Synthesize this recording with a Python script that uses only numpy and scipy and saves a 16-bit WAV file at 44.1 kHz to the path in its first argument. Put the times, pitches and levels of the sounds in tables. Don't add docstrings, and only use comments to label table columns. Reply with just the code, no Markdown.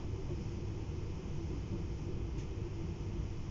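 import sys
import numpy as np
from scipy import signal
from scipy.fft import rfft, irfft
from scipy.io import wavfile
from scipy.ndimage import uniform_filter1d

SR = 44100
rng = np.random.default_rng(int(sys.argv[2]) if len(sys.argv) > 2 else 0)


def output_pcm(signal):
    pcm = np.clip(np.atleast_2d(signal).T, -1, 1) * 32767
    wavfile.write(sys.argv[1], SR, np.round(pcm).astype(np.int16))


def voltage_ratio(level):
    return 10 ** (np.asarray(level, float) / 20)


N = 154350
TIME = np.arange(N) / SR


def evened(x):
    return x / np.sqrt(np.mean(x ** 2) + 1e-20)


def sine(cycles):
    return np.sqrt(2) * np.sin(2 * np.pi * cycles)


def along(points, t):
    return np.interp(t, *np.transpose(points))


def read(points, hz):
    low_end, high_end = (0.86, points[0][1] - 40), (SR / 2, points[-1][1] - 30)
    f, db = np.transpose([low_end] + list(points) + [high_end])
    return np.interp(np.log(hz + 1), np.log(f + 1), db)


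def random_phases(count):
    return np.exp(2j * np.pi * rng.random(count // 2 + 1))


def coloured(points, count):
    hz = np.fft.rfftfreq(count, 1 / SR)
    return evened(irfft(random_phases(count) * voltage_ratio(read(points, hz)), count))


def ringing(table, count):
    hz = np.fft.rfftfreq(count, 1 / SR)
    power = 0
    for f, width, db in table:
        shape = 1 / (1 + ((hz - f) / width) ** 2) ** 2
        power = power + voltage_ratio(db) ** 2 * shape / shape.sum()
    return irfft(random_phases(count) * np.sqrt(power / 2) * count, count)


def burst(start, rise, hold, t60):
    t = TIME - start
    return np.clip(t / rise, 0, 1) * voltage_ratio(-60 * np.maximum(t - rise - hold, 0) / t60)


def swells(table, half_s, extra_db):
    out = np.zeros(N)
    for (peak_s, db, hz), phase in zip(table, rng.random((len(table), 1))):
        u = np.clip((TIME - peak_s) / half_s, -1, 1)
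        out += voltage_ratio(db + extra_db) * np.cos(np.pi * u / 2) ** 2 * sine(hz * TIME + phase)
    return out


# frequency in Hz, level in dB per Hz.
RUMBLE_COLOUR = [(8, -1), (20, -4.5), (60, -0.5), (150, -2.5), (230, -11.5), (425, -18), (560, -26.5),
                 (900, -35)]
# time in seconds, rail level in dB, sway level in dB.
RAIL_AND_SWAY = [(0, 5, -7.5), (0.15, -6, 5), (0.3, 2.5, -3.5), (.53, -1.5, 3), (.7, 2, 0), (.95, -1, 0.5),
                 (1.298, 1, -0.5), (1.6, 2, 0.5), (1.949, 0, 0.5), (2.22, 0.5, 1), (2.452, -2, 3),
                 (2.75, 0, 1.5), (3.0, -1, 2), (3.2, 2, 0.5), (3.4, -3, -3), (3.5, 3.5, -8.5)]
BODY_RESONANCE_HZ = [19, 57, 83, 150, 193, 285, 311, 328, 338, 360, 383, 451, 468, 493]
# width in Hz, level in dB rms.
BODY_WIDTH_LEVEL = [(6, -55.5), (5, -57), (4, -60), (10, -56.5), (27, -63.5), (4.9, -68.5), (5.1, -67),
                    (9.2, -63.5), (7.3, -61), (24, -61), (12, -61.5), (9, -66.5), (14, -66), (19, -69)]


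def wheels():
    t, rail_db, sway_db = np.transpose(RAIL_AND_SWAY)
    body = ringing([(f, *row) for f, row in zip(BODY_RESONANCE_HZ, BODY_WIDTH_LEVEL)], N)
    rumble = voltage_ratio(-44 + np.interp(TIME, t, rail_db)) * coloured(RUMBLE_COLOUR, N)
    return rumble + voltage_ratio(np.interp(TIME, t, sway_db)) * body


# frequency in Hz, level in dB per Hz.
AIR_COLOUR = [(450, -4), (950, 0.5), (1650, -11.5), (2600, -6.5), (3300, -10), (3950, -18.5), (5400, -7),
              (6800, -12.5)]
# time in seconds, level in dB.
GUSTS = [(0, -1.5), (.28, -2), (.45, 1), (.62, -1.5), (1.4, -1), (1.52, 0), (1.85, -2), (1.95, -0.5),
         (2.1, -1.5), (2.21, -4.5), (2.33, -3), (2.6, -2.5), (3, -1.5), (3.5, -1.5)]


def air():
    gust_from_hz, gust_full_hz = 2500, 4840
    frames, hz = N // 256 + 5, np.fft.rfftfreq(1024, 1 / SR)
    real, imaginary, patches = rng.standard_normal((frames, 513, 3)).T
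    patches = uniform_filter1d(patches, size=24, axis=0)
    patches = evened(uniform_filter1d(patches, size=12, axis=1))
    gust_share = np.clip((hz - gust_from_hz) / (gust_full_hz - gust_from_hz), 0, 1)[:, None]
    gust_db = gust_share * along(GUSTS, np.arange(frames) * 256 / SR)
    db = read(AIR_COLOUR, hz)[:, None] + 0.59 * patches + gust_db
    hiss = signal.istft((real + 1j * imaginary) * voltage_ratio(db), nperseg=1024, noverlap=768)[1][:N]
    return voltage_ratio(-59.5) * evened(hiss)


# time in seconds, level in dB rms.
FLOOR_DRONE = [(0.0, -50.5), (0.15, -40), (0.25, -68), (0.31, -45.5), (0.82, -44.5), (0.92, -51),
               (1.0, -45), (1.53, -54.5), (1.76, -40.5), (1.82, -48.5), (2.1, -45.5), (2.15, -57),
               (2.23, -41.5), (2.31, -57), (2.69, -44), (2.93, -52.5), (3.1, -42), (3.5, -49.5)]
HUM_OVERTONES = [2, 4, 6, 8, 9, 10, 12, 13, 16, 17, 18, 19, 20, 21, 22, 23, 24, 25, 26, 27, 30, 31, 32, 34,
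                 36, 40, 50, 62, 63, 71, 72]
HUM_OVERTONE_DB = [-66, -74, -76, -79, -72, -77, -79, -82, -91, -85, -88, -89, -86, -76.5, -87, -81, -84,
                   -75.5, -84, -90, -76.5, -86, -82, -86, -94, -90, -92, -91, -89, -92, -83]


def hum():
    hum_hz = 100.0635
    phase = rng.random(len(HUM_OVERTONE_DB) + 1)
    out = voltage_ratio(along(FLOOR_DRONE, TIME)) * sine(hum_hz * TIME + phase[0])
    for k, db, p in zip(HUM_OVERTONES, HUM_OVERTONE_DB, phase[1:]):
        out += voltage_ratio(db) * sine(k * hum_hz * TIME + p)
    return out


# frequency in Hz, level in dB rms.
GEAR_TONES = [(286, -63.5), (336, -57)]


def drivetrain():
    drift = rng.standard_normal((len(GEAR_TONES), N))
    for _ in range(2):
        drift = uniform_filter1d(drift, size=3000)
    drift = 0.01198 * evened(drift)
    return sum(voltage_ratio(db) * sine(np.cumsum(hz * (1 + d)) / SR) for (hz, db), d in zip(GEAR_TONES, drift))


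# peak in seconds, level in dB rms, pitch in Hz.
PANEL_KNOCKS = [(0.04, -52, 256), (0.19, -53, 295), (0.21, -50, 383), (0.39, -49, 324), (0.4, -56, 476),
                (0.4, -48, 197), (0.44, -50, 326), (0.55, -49, 355), (0.57, -49, 201), (0.65, -48, 369),
                (0.72, -53, 285), (0.72, -51, 320), (0.76, -48, 345), (0.78, -51, 386), (0.82, -51, 322),
                (0.83, -52, 258), (0.86, -51, 386), (0.98, -50, 363), (1.08, -55, 468), (1.1, -52, 383),
                (1.15, -47, 166), (1.2, -51, 367), (1.28, -47, 193), (1.37, -45, 142), (1.42, -49, 330),
                (1.49, -50, 328), (1.52, -52, 293), (1.53, -51, 375), (1.56, -52, 287), (1.63, -44, 158),
                (1.83, -46, 162), (1.94, -43, 148), (1.99, -45, 156), (2.09, -50, 381), (2.1, -49, 353),
                (2.16, -42, 129), (2.17, -49, 195), (2.19, -50, 359), (2.22, -44, 146), (2.28, -53, 392),
                (2.29, -48, 334), (2.36, -49, 324), (2.37, -47, 154), (2.39, -52, 287), (2.39, -45, 121),
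                (2.41, -49, 326), (2.44, -44, 135), (2.58, -50, 328), (2.59, -54, 461), (2.62, -43, 127),
                (2.67, -47, 345), (2.8, -49, 330), (2.85, -49, 328), (2.85, -44, 164), (2.91, -47, 164),
                (2.95, -46, 127), (3.17, -50, 197), (3.17, -49, 347), (3.19, -43, 154), (3.4, -45, 154)]


def knocks():
    return swells(PANEL_KNOCKS, half_s=0.045, extra_db=-1.5)


# peak in seconds, level in dB rms, pitch of the body resonance in Hz.
TRACK_DIPS = [(0.05, -48, 66), (0.06, -47, 18), (0.15, -45, 70), (0.24, -44, 66), (0.25, -42, 21),
              (0.42, -46, 55), (0.48, -50, 14), (0.58, -43, 64), (0.68, -43, 57), (0.74, -50, 29),
              (0.81, -49, 18), (0.85, -49, 55), (0.93, -46, 62), (0.94, -46, 74), (1.04, -45, 16),
              (1.14, -48, 14), (1.15, -44, 59), (1.28, -43, 55), (1.36, -43, 18), (1.45, -42, 86),
              (1.53, -41, 59), (1.61, -44, 62), (1.78, -48, 39), (1.81, -48, 23), (1.85, -46, 82),
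              (1.93, -43, 55), (2.06, -46, 51), (2.13, -44, 88), (2.14, -45, 18), (2.2, -46, 21),
              (2.23, -42, 57), (2.33, -44, 66), (2.36, -45, 49), (2.49, -43, 21), (2.51, -46, 80),
              (2.56, -46, 47), (2.61, -47, 76), (2.67, -49, 39), (2.77, -47, 78), (2.81, -48, 16),
              (2.89, -44, 53), (2.89, -44, 86), (3.04, -47, 18), (3.04, -42, 53), (3.19, -43, 45),
              (3.23, -41, 62), (3.31, -46, 47), (3.39, -43, 16), (3.41, -46, 51), (3.49, -48, 14)]


def track_dips():
    return swells(TRACK_DIPS, half_s=0.085, extra_db=0.5)


# start in seconds, level in dB, creak pitch in Hz, floor ring in Hz, thump in dB.
COUPLING_JOLTS = [
    (.280, -42.5, 197, 356, -41),
    (1.708, -42.5, 203, 336, -52),
]
# multiple of the creak pitch, level in dB.
CREAK_OVERTONES = [(1, -16), (2, -15), (3, -14), (4, -24), (5, -28), (6, -27)]
# frequency in Hz, width in Hz, level in dB.
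RATTLING_PARTS = [(160, 35, -4), (340, 30, -4), (570, 70, -12), (800, 150, -13), (1080, 150, -12)]


def coupling():
    creak_s, creak_sag = 0.06, 0.12
    out, rattle = np.zeros(N), ringing(RATTLING_PARTS, N)
    for start, db, creak_hz, floor_hz, thump_db in COUPLING_JOLTS:
        u = np.clip((TIME - start) / creak_s, 0, 1)
        turns = np.cumsum(creak_hz * (1 - creak_sag * u)) / SR
        swell = np.sin(np.pi * u ** 0.75) ** 1.3
        creak = swell * sum(voltage_ratio(d) * sine(round(k) * turns + k * k / (2 * np.pi)) for k, d in CREAK_OVERTONES)
        panel, beam = voltage_ratio(-7) * sine(288 * TIME), voltage_ratio(-3) * sine(192 * TIME)
        ring = sine(floor_hz * TIME) + panel + beam + np.sqrt(2) * voltage_ratio(-18) * rattle
        out += voltage_ratio(db) * (creak + burst(start, rise=0.035, hold=0.0025, t60=0.2) * ring)
        out += voltage_ratio(thump_db) * swell * sine(145 * TIME)
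    return out


# frequency in Hz, level in dB per Hz.
PUFF_COLOUR = [(900, -14), (1800, -3), (2550, 2), (3300, -2), (4000, -9), (4700, -7), (5300, -2), (6500, 0),
               (7300, -4)]


def valve():
    return voltage_ratio(-56.5) * burst(2.375, rise=0.010, hold=0.016, t60=0.26) * coloured(PUFF_COLOUR, N)


def scene():
    rolling = wheels() + track_dips() + knocks() + drivetrain()
    return (rolling + air() + hum() + coupling() + valve())[None]


def band_limit(x):
    return signal.sosfilt(signal.butter(12, 15720, fs=SR, output="sos"), x)


def record(dry):
    hz = np.fft.rfftfreq(N, 1 / SR)
    fall_db = 22 * np.maximum(hz - 6850, 0) / 1000 + 60 * np.maximum(hz - 7560, 0) / 1000
    hiss = voltage_ratio(-97.5) * rng.standard_normal(dry.shape)
    return band_limit(irfft(rfft(dry) * voltage_ratio(-fall_db), N) + hiss)


dry = scene()
out = record(dry)
output_pcm(out)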